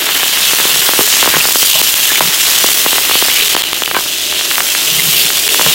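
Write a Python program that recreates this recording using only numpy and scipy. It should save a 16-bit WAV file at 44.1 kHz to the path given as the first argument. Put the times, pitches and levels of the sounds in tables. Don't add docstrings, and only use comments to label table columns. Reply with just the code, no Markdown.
import sys
import numpy as np
from scipy import signal
from scipy.fft import rfft, irfft, next_fast_len
from scipy.io import wavfile
from scipy.ndimage import uniform_filter1d, minimum_filter1d, map_coordinates

SR = 44100
rng = np.random.default_rng(int(sys.argv[2]) if len(sys.argv) > 2 else 0)


def bounce(signal):
    frames = np.transpose(np.atleast_2d(signal))
    limited = np.clip(frames, -1, 1)
    pcm = np.round(limited * 32767).astype(np.int16)
    wavfile.write(sys.argv[1], SR, pcm)


N = 253127

# (time [s], fizz level [dB], treble level [dB])
FIZZ_RIDE = [(0.0, -23, -22.5), (0.4, -18, -17.5), (1.04, -16.0, -13), (1.12, -12.5, -15),
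             (1.28, -18, -18.0), (1.6, -12.5, -10.5), (1.84, -16, -14.5), (2.32, -19, -17.5),
             (2.4, -15.5, -17), (2.64, -14, -14.5), (2.8, -17.5, -14), (3.12, -18.0, -18.5),
             (3.2, -17, -15), (3.52, -17.5, -19), (3.68, -27, -28.5), (3.84, -22.5, -23.0),
             (3.92, -31.5, -24), (4.0, -21, -23), (4.4, -21.0, -32), (4.56, -20, -17), (4.8, -18.0, -21),
             (5.2, -18, -12.5), (5.28, -18.5, -19.5), (5.74, -16, -15)]
# (time [s], level [dB])
SIZZLE_RIDE = [(0.0, -19.5), (0.48, -14), (1.28, -16.0), (1.36, -15), (1.44, -18), (1.76, -11),
               (1.92, -17.5), (2.16, -14), (2.32, -17), (2.64, -13.5), (2.8, -16.5), (3.52, -14.5),
               (3.68, -21), (4.0, -20.5), (4.4, -16.0), (4.64, -23), (4.72, -16.5), (4.96, -15.5),
               (5.04, -16.5), (5.2, -12), (5.28, -17), (5.74, -13)]
# (frequency [Hz], level [dB])
FIZZ_EQ = [(1500, -27), (3200, -7.5), (4800, 0), (7500, -1), (9800, -4.5), (12000, -3), (14500, -2.5)]
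# (frequency [Hz], level [dB])
SIZZLE_EQ = [(900, -23), (2000, -12), (2400, -6.5), (2750, 0.5), (3100, 2), (3600, -0.5), (4200, -3),
             (5200, -14), (8000, -14), (14000, -15.5)]
FIZZ_TRIM_DB, SIZZLE_TRIM_DB = 6.0, 1.4
def frying(fizz_db, treble_db, sizzle_db):
    flurry_db = 0.36 * wobble(38) + 0.55 * wobble(170) + 1.9 * wobble(800)
    tiny = bursts(rate=6500, spread_db=5.5) + amp(-1.0) * rng.standard_normal(N)
    large = bursts(rate=3000, spread_db=4.0) + amp(-0.5) * rng.standard_normal(N) + 0.16 * tiny
    fizz = patchy(coloured(tiny, FIZZ_EQ), depth_db=1.8)
    top = signal.sosfiltfilt(signal.butter(2, 9000, "high", fs=SR, output="sos"), fizz)
    top_db = treble_db - fizz_db + 0.3 * wobble(19) + 0.85 * wobble(420)
    fizz = fizz - top + amp(top_db) * top
    fizz = unit(fizz * amp(flurry_db + 0.42 * wobble(110)))
    sizzle = patchy(coloured(large, SIZZLE_EQ), depth_db=1.5)
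    sizzle = unit(sizzle * amp(flurry_db + 1.3 * wobble(45)))
    return amp(fizz_db + FIZZ_TRIM_DB) * fizz + amp(sizzle_db + SIZZLE_TRIM_DB) * sizzle


# (time [s], relative level [dB], bass [dB])
SNAP_CUES = [(.09, -10, -12), (.231, -7, 1), (.373, -11.5, -11), (0.533, -8, 5), (.586, -10, -5),
             (.6, -8, -3), (.653, -9.5, 8), (0.759, -8, 2), (0.888, -1.5, -2), (0.9336, -5.5, 1),
             (0.9882, -0.5, 8), (1.007, -4, 3), (1.2258, -0.5, -3), (1.244, -8, -5), (1.2575, -3, -2),
             (1.2728, 0, 0.5), (1.338, -5.5, 3), (1.365, -2, 3), (1.452, -4, -1), (1.487, -8, 0),
             (1.555, -3, 0), (1.628, -6.5, 2.5), (1.814, -5.5, 8), (2.119, -9, 0), (2.204, 5, -6),
             (2.6401, -1, 4), (2.687, -8.5, -1), (2.8602, -2, 2.5), (2.929, -5.5, 2), (2.981, -5.5, -4),
             (3.095, -8.5, 1), (3.1106, -4.5, -4), (3.153, -6, 5), (3.2221, -3, 4), (3.283, -8, 1),
             (3.5474, -3, 4.5), (3.5632, -0.5, -3), (3.7297, -9, 3), (3.82, -7, 1), (3.877, -10.5, -5),
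             (3.912, -7.5, -3), (3.946, -6.5, -5), (3.9636, -0.5, -1), (3.99, -12, 0), (4.326, -13, -7),
             (4.411, -13, -7), (4.513, -11.5, -24), (4.580, -4.5, -11), (4.604, -5.5, -16),
             (4.75, -9.5, -16), (5.303, -10.5, -12), (5.544, -6, -9), (5.593, -2, -1), (5.611, -5, -1),
             (5.662, -6, 2)]
TRAVEL_MS, TRAVEL_MS_PER_DB = 3.3, 0.22
BRIGHT_DB, DARKENING, THINNING = -6.5, 0.98, 0.4
SMALL_SNAP_DB, SMALL_BASS_DB, SNAP_SCATTER_DB, CLUSTER_S = -18, -0.5, 1.5, 0.025
def steam_snaps():
    track = np.zeros(N)
    chance = rng.standard_normal((len(SNAP_CUES), 2))
    small = [(s + CLUSTER_S * when, SMALL_SNAP_DB + SNAP_SCATTER_DB * size, SMALL_BASS_DB)
             for (s, _, _), (when, size) in zip(SNAP_CUES, chance)]
    for s, db, bass_db in list(SNAP_CUES) + small:
        bright_db = min(BRIGHT_DB - DARKENING * db, 0) - THINNING * bass_db
        eq = [(40, -36), (130, bass_db - 12), (240, bass_db - 5), (380, bass_db + 1.5),
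              (620, bass_db / 3 - 1), (1100, 2),
              (1700, bright_db), (3000, bright_db - 6), (6000, bright_db - 18), (15000, bright_db - 32)]
        add(track, s, amp(db + 28.5) * bending_wave(eq, TRAVEL_MS + TRAVEL_MS_PER_DB * db))
    return track


# (time [s], peak level [dB])
SPIT_CUES = [(1.409, 6), (1.816, 17), (1.942, 12.5), (2.1955, 14.5), (3.411, 12), (3.482, 14),
             (3.553, 20.5), (3.5654, 11), (3.621, 23.5), (3.639, 12), (3.7319, 14), (3.836, 17), (3.86, 12),
             (4.556, 12.5), (5.479, 20), (5.491, 8)]
SMALL_SPITS_PER_S, SMALL_SPIT_DB = 5, -4.5
def oil_spits(fizz_db):
    track, t = np.zeros(N), np.arange(SR // 50) / SR
    starts = rng.integers(N, size=int(SMALL_SPITS_PER_S * N / SR))
    scatter_db = -5.5 * rng.uniform(-0.62, 1, len(starts))
    small_db = SMALL_SPIT_DB + 0.5 * (fizz_db[starts] - np.median(fizz_db)) + scatter_db
    for s, db in list(SPIT_CUES) + list(zip(starts / SR, small_db)):
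        puff = rng.standard_normal(len(t)) * amp(-60 * t / 0.0014)
        crack = coloured(puff, [(200, -9), (1200, -3.5), (3100, 6.5), (6000, -5.5), (15000, -8.0)])
        add(track, s, amp(db) * crack / np.abs(crack).max())
    return track


# (frequency [Hz], level [dB], time to fall 60 dB [s])
WOK_MODES = [(147, -4, 0.23), (174, -17, 0.38), (411.4, -2, 0.3), (442, 1, 0.19), (638, -0.5, 0.09),
             (976, -11.5, 0.2), (1067, 2, 0.056), (1290, -8, 0.046), (1630, -5, 0.066), (1543, -2, .08),
             (1750, -21, .07), (2340, -6, 0.082), (2330, 14.5, 0.0077), (2965, 5, 0.086), (4690, 1, 0.043)]
def wok_ring(centre_hz, octaves):
    t = np.arange(SR // 3) / SR
    hz, db, t60 = np.transpose(WOK_MODES)[:, :, None]
    favoured = 1 / (1 + (np.log2(hz / centre_hz) / octaves) ** 4)
    weight = favoured * amp(db + 2 * rng.standard_normal(hz.shape))
    partials = np.sin(2 * np.pi * (hz * t + rng.random(hz.shape)))
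    attack = 1 - np.exp(-t / 0.001)
    ring = attack * np.sum(weight * amp(-60 * t / t60) * partials, axis=0)
    return ring / np.abs(ring).max()


# (time [s], peak level [dB], tone centre [Hz])
KNOCK_CUES = [(.991, -15, 350), (1.341, -4, 1590), (2.207, -7.5, 950), (3.951, -4.5, 1670),
              (3.967, -5.5, 1450), (5.594, -10, 850), (5.664, -9, 735)]
# (midpoint [s], length [s], relative level [dB], tone centre [Hz])
SCRAPE_CUES = [(.78, 0.17, -40, 151), (1.334, 0.075, -18, 1830), (1.38, 0.093, -30, 160),
               (1.767, .12, -24.5, 850), (1.776, .12, -37, 147), (2.155, .08, -24, 2250),
               (2.25, 0.15, -32, 175), (3.37, .24, -20.5, 2460), (5.08, .62, -34.5, 162),
               (5.144, 0.086, -19, 3050), (5.196, 0.14, -19, 4500), (5.67, 0.15, -29, 170)]
def ladle():
    track = np.zeros(N)
    for s, db, hz in KNOCK_CUES:
        add(track, s, amp(db) * wok_ring(hz, octaves=0.73))
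    for s, length, db, hz in SCRAPE_CUES:
        swell = np.hanning(int(length * SR))
        slips = bursts(rate=420, spread_db=11.0)[:2 * SR]
        rub = unit(signal.fftconvolve(slips, wok_ring(hz, octaves=0.45), "valid")[:len(swell)])
        grit_eq = [(hz / 2, -30), (hz, 0), (hz * 2, -30), (hz * 8, -70)]
        grit = unit(coloured(slips, grit_eq)[-len(swell):])
        add(track, s - length / 2, amp(db) * swell * (0.92 * rub + 1.4 * grit))
    return track


# (midpoint [s], relative level [dB], pitch [Hz])
SQUEAK_CUES = [(1.41, -7, 2700), (2.107, -12.5, 1660), (2.174, -12, 2245), (3.297, -16, 2030),
               (4.997, -10, 2140)]
def ladle_squeaks(length_s=0.033):
    track, swell = np.zeros(N), np.hanning(int(length_s * SR))
    for s, db, hz in SQUEAK_CUES:
        judder = 0.06 * wobble(900)[:len(swell)]
        pitch = hz * (1 + 0.033 * np.linspace(-1, 1, len(swell)) + judder)
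        grip = swell * amp(3 * wobble(450)[:len(swell)] - 1)
        add(track, s - length_s / 2, amp(db) * grip * np.sin(2 * np.pi * np.cumsum(pitch) / SR))
    return track


# (time [s], level [dB])
CRACKLE_RIDE = [(0.0, -23.5), (1.39, -22), (1.73, -27.5), (2.35, -22), (2.88, -24.5), (3.07, -24),
                (3.53, -24), (3.66, -29.5), (4.25, -33.5), (4.65, -27), (5.5, -28.5), (5.74, -21)]
# (frequency [Hz], level [dB])
TICK_EQ = [(100, -18.5), (250, -6), (380, -2), (580, -4), (1000, 0), (1400, 1), (2000, 4), (2700, 0),
           (4000, -3), (9000, -14)]
def crackle(trim_db=4):
    level_db, = curves(CRACKLE_RIDE)
    paths = [signal.fftconvolve(bursts(rate=300, spread_db=3.0), bending_wave(TICK_EQ, travel_ms))[:N]
             for travel_ms in (1.3, 2.1, 2.8)]
    return amp(level_db + trim_db) * unit(sum(paths))


# (time [s], level [dB])
DRONE_RIDE = [(0.0, -22), (0.25, -52), (0.51, -50), (1.21, -29), (1.87, -35.5), (3.39, -30), (4.08, -28.5),
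              (5.74, -26)]
# (frequency [Hz], level [dB])
BODY_EQ = [(70, -15), (120, -19), (160, -8), (225, -6), (280, 6.5), (380, 11.5), (490, -6.5), (610, 11),
           (900, -8), (2000, -16)]
# (frequency [Hz], level [dB])
STOVE_EQ = [(15, -16), (30, -19), (50, -21), (68, 10), (100, -6), (160, 5), (400, -10), (1500, -54)]
def wok_drone(trim_db=-0.5):
    level_db, = curves(DRONE_RIDE)
    thrum = unit(coloured(rng.standard_normal(N), BODY_EQ))
    modes = unit(signal.fftconvolve(rng.standard_normal(N), wok_ring(440, octaves=0.88))[:N])
    body = 0.57 * thrum + 0.21 * modes * amp(6.6 * wobble(12))
    rumble = unit(coloured(rng.standard_normal(N), STOVE_EQ))
    return amp(level_db + trim_db) * body + amp(-45.0) * rumble


def bending_wave(eq, travel_ms, size=2048):
    hz = np.fft.rfftfreq(size, 1 / SR)
    lag = 4 * np.pi * travel_ms * np.sqrt(hz / 1000)
    return irfft(eq_gain(eq, hz) * np.exp(1j * (rng.uniform(0, 2 * np.pi) - lag)))


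def bursts(rate, spread_db):
    happens = rng.random(N) < rate / SR
    sizes = amp(spread_db * np.minimum(rng.standard_normal(N), 2.6))
    return unit(happens * sizes * rng.choice([-1, 1], N))


def patchy(x, depth_db):
    spectra = signal.stft(x, nperseg=1024)[2]
    patches = uniform_filter1d(rng.standard_normal(spectra.shape), size=5, axis=0)
    patches = uniform_filter1d(patches, size=4, axis=1)
    return signal.istft(spectra * amp(depth_db * unit(patches)), nperseg=1024)[1][:N]


def coloured(x, eq, size=4096):
    cepstrum = irfft(np.log(eq_gain(eq, np.fft.rfftfreq(size, 1 / SR))))
    cepstrum[1:size // 2] *= 2
    cepstrum[size // 2 + 1:] = 0
    return signal.fftconvolve(x, irfft(np.exp(rfft(cepstrum))))[:len(x)]


def eq_gain(eq, hz):
    points_hz, db = np.transpose(eq)
    return amp(np.interp(np.log(hz + 1), np.log(points_hz + 1), db))


def curves(ride):
    s, *columns = np.transpose(ride)
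    return [np.interp(np.arange(N) / SR, s, column) for column in columns]


def wobble(rate):
    return map_coordinates(rng.standard_normal(int(N * rate / SR) + 4), [np.arange(N) * rate / SR])


def amp(db):
    return 10 ** (np.asarray(db) / 20)


def unit(x):
    return x / np.sqrt(np.mean(x ** 2) + 1e-20)


def add(track, s, sound):
    start = max(0, round(s * SR))
    slot = track[start:start + len(sound)]
    slot += sound[:len(slot)]


def scene():
    fizz_db, treble_db, sizzle_db = curves(FIZZ_RIDE) + curves(SIZZLE_RIDE)
    bed = frying(fizz_db, treble_db, sizzle_db) + crackle() + wok_drone()
    return (bed + ladle() + ladle_squeaks() + steam_snaps() + oil_spits(fizz_db))[None]


def limiter(x, ceiling, hold_s):
    half = int(hold_s * SR / 2)
    needed = ceiling / np.maximum(np.abs(x), ceiling)
    held = minimum_filter1d(needed, 2 * half + 1, origin=half)
    ramp = np.ones(SR // 500)
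    return x * (1 - signal.lfilter(ramp / len(ramp), 1, 1 - held))


HIGH_CUT_HZ = 15900
def record(dry):
    limited = limiter(dry, ceiling=2, hold_s=0.0085)
    clipped = limited / (1 + np.abs(limited) ** 8) ** (1 / 8)
    size = next_fast_len(N + SR // 10)
    passband = np.fft.rfftfreq(size, 1 / SR) < HIGH_CUT_HZ
    return irfft(rfft(clipped, size) * passband, size)[:, :N]


dry = scene()
out = record(dry)
bounce(out)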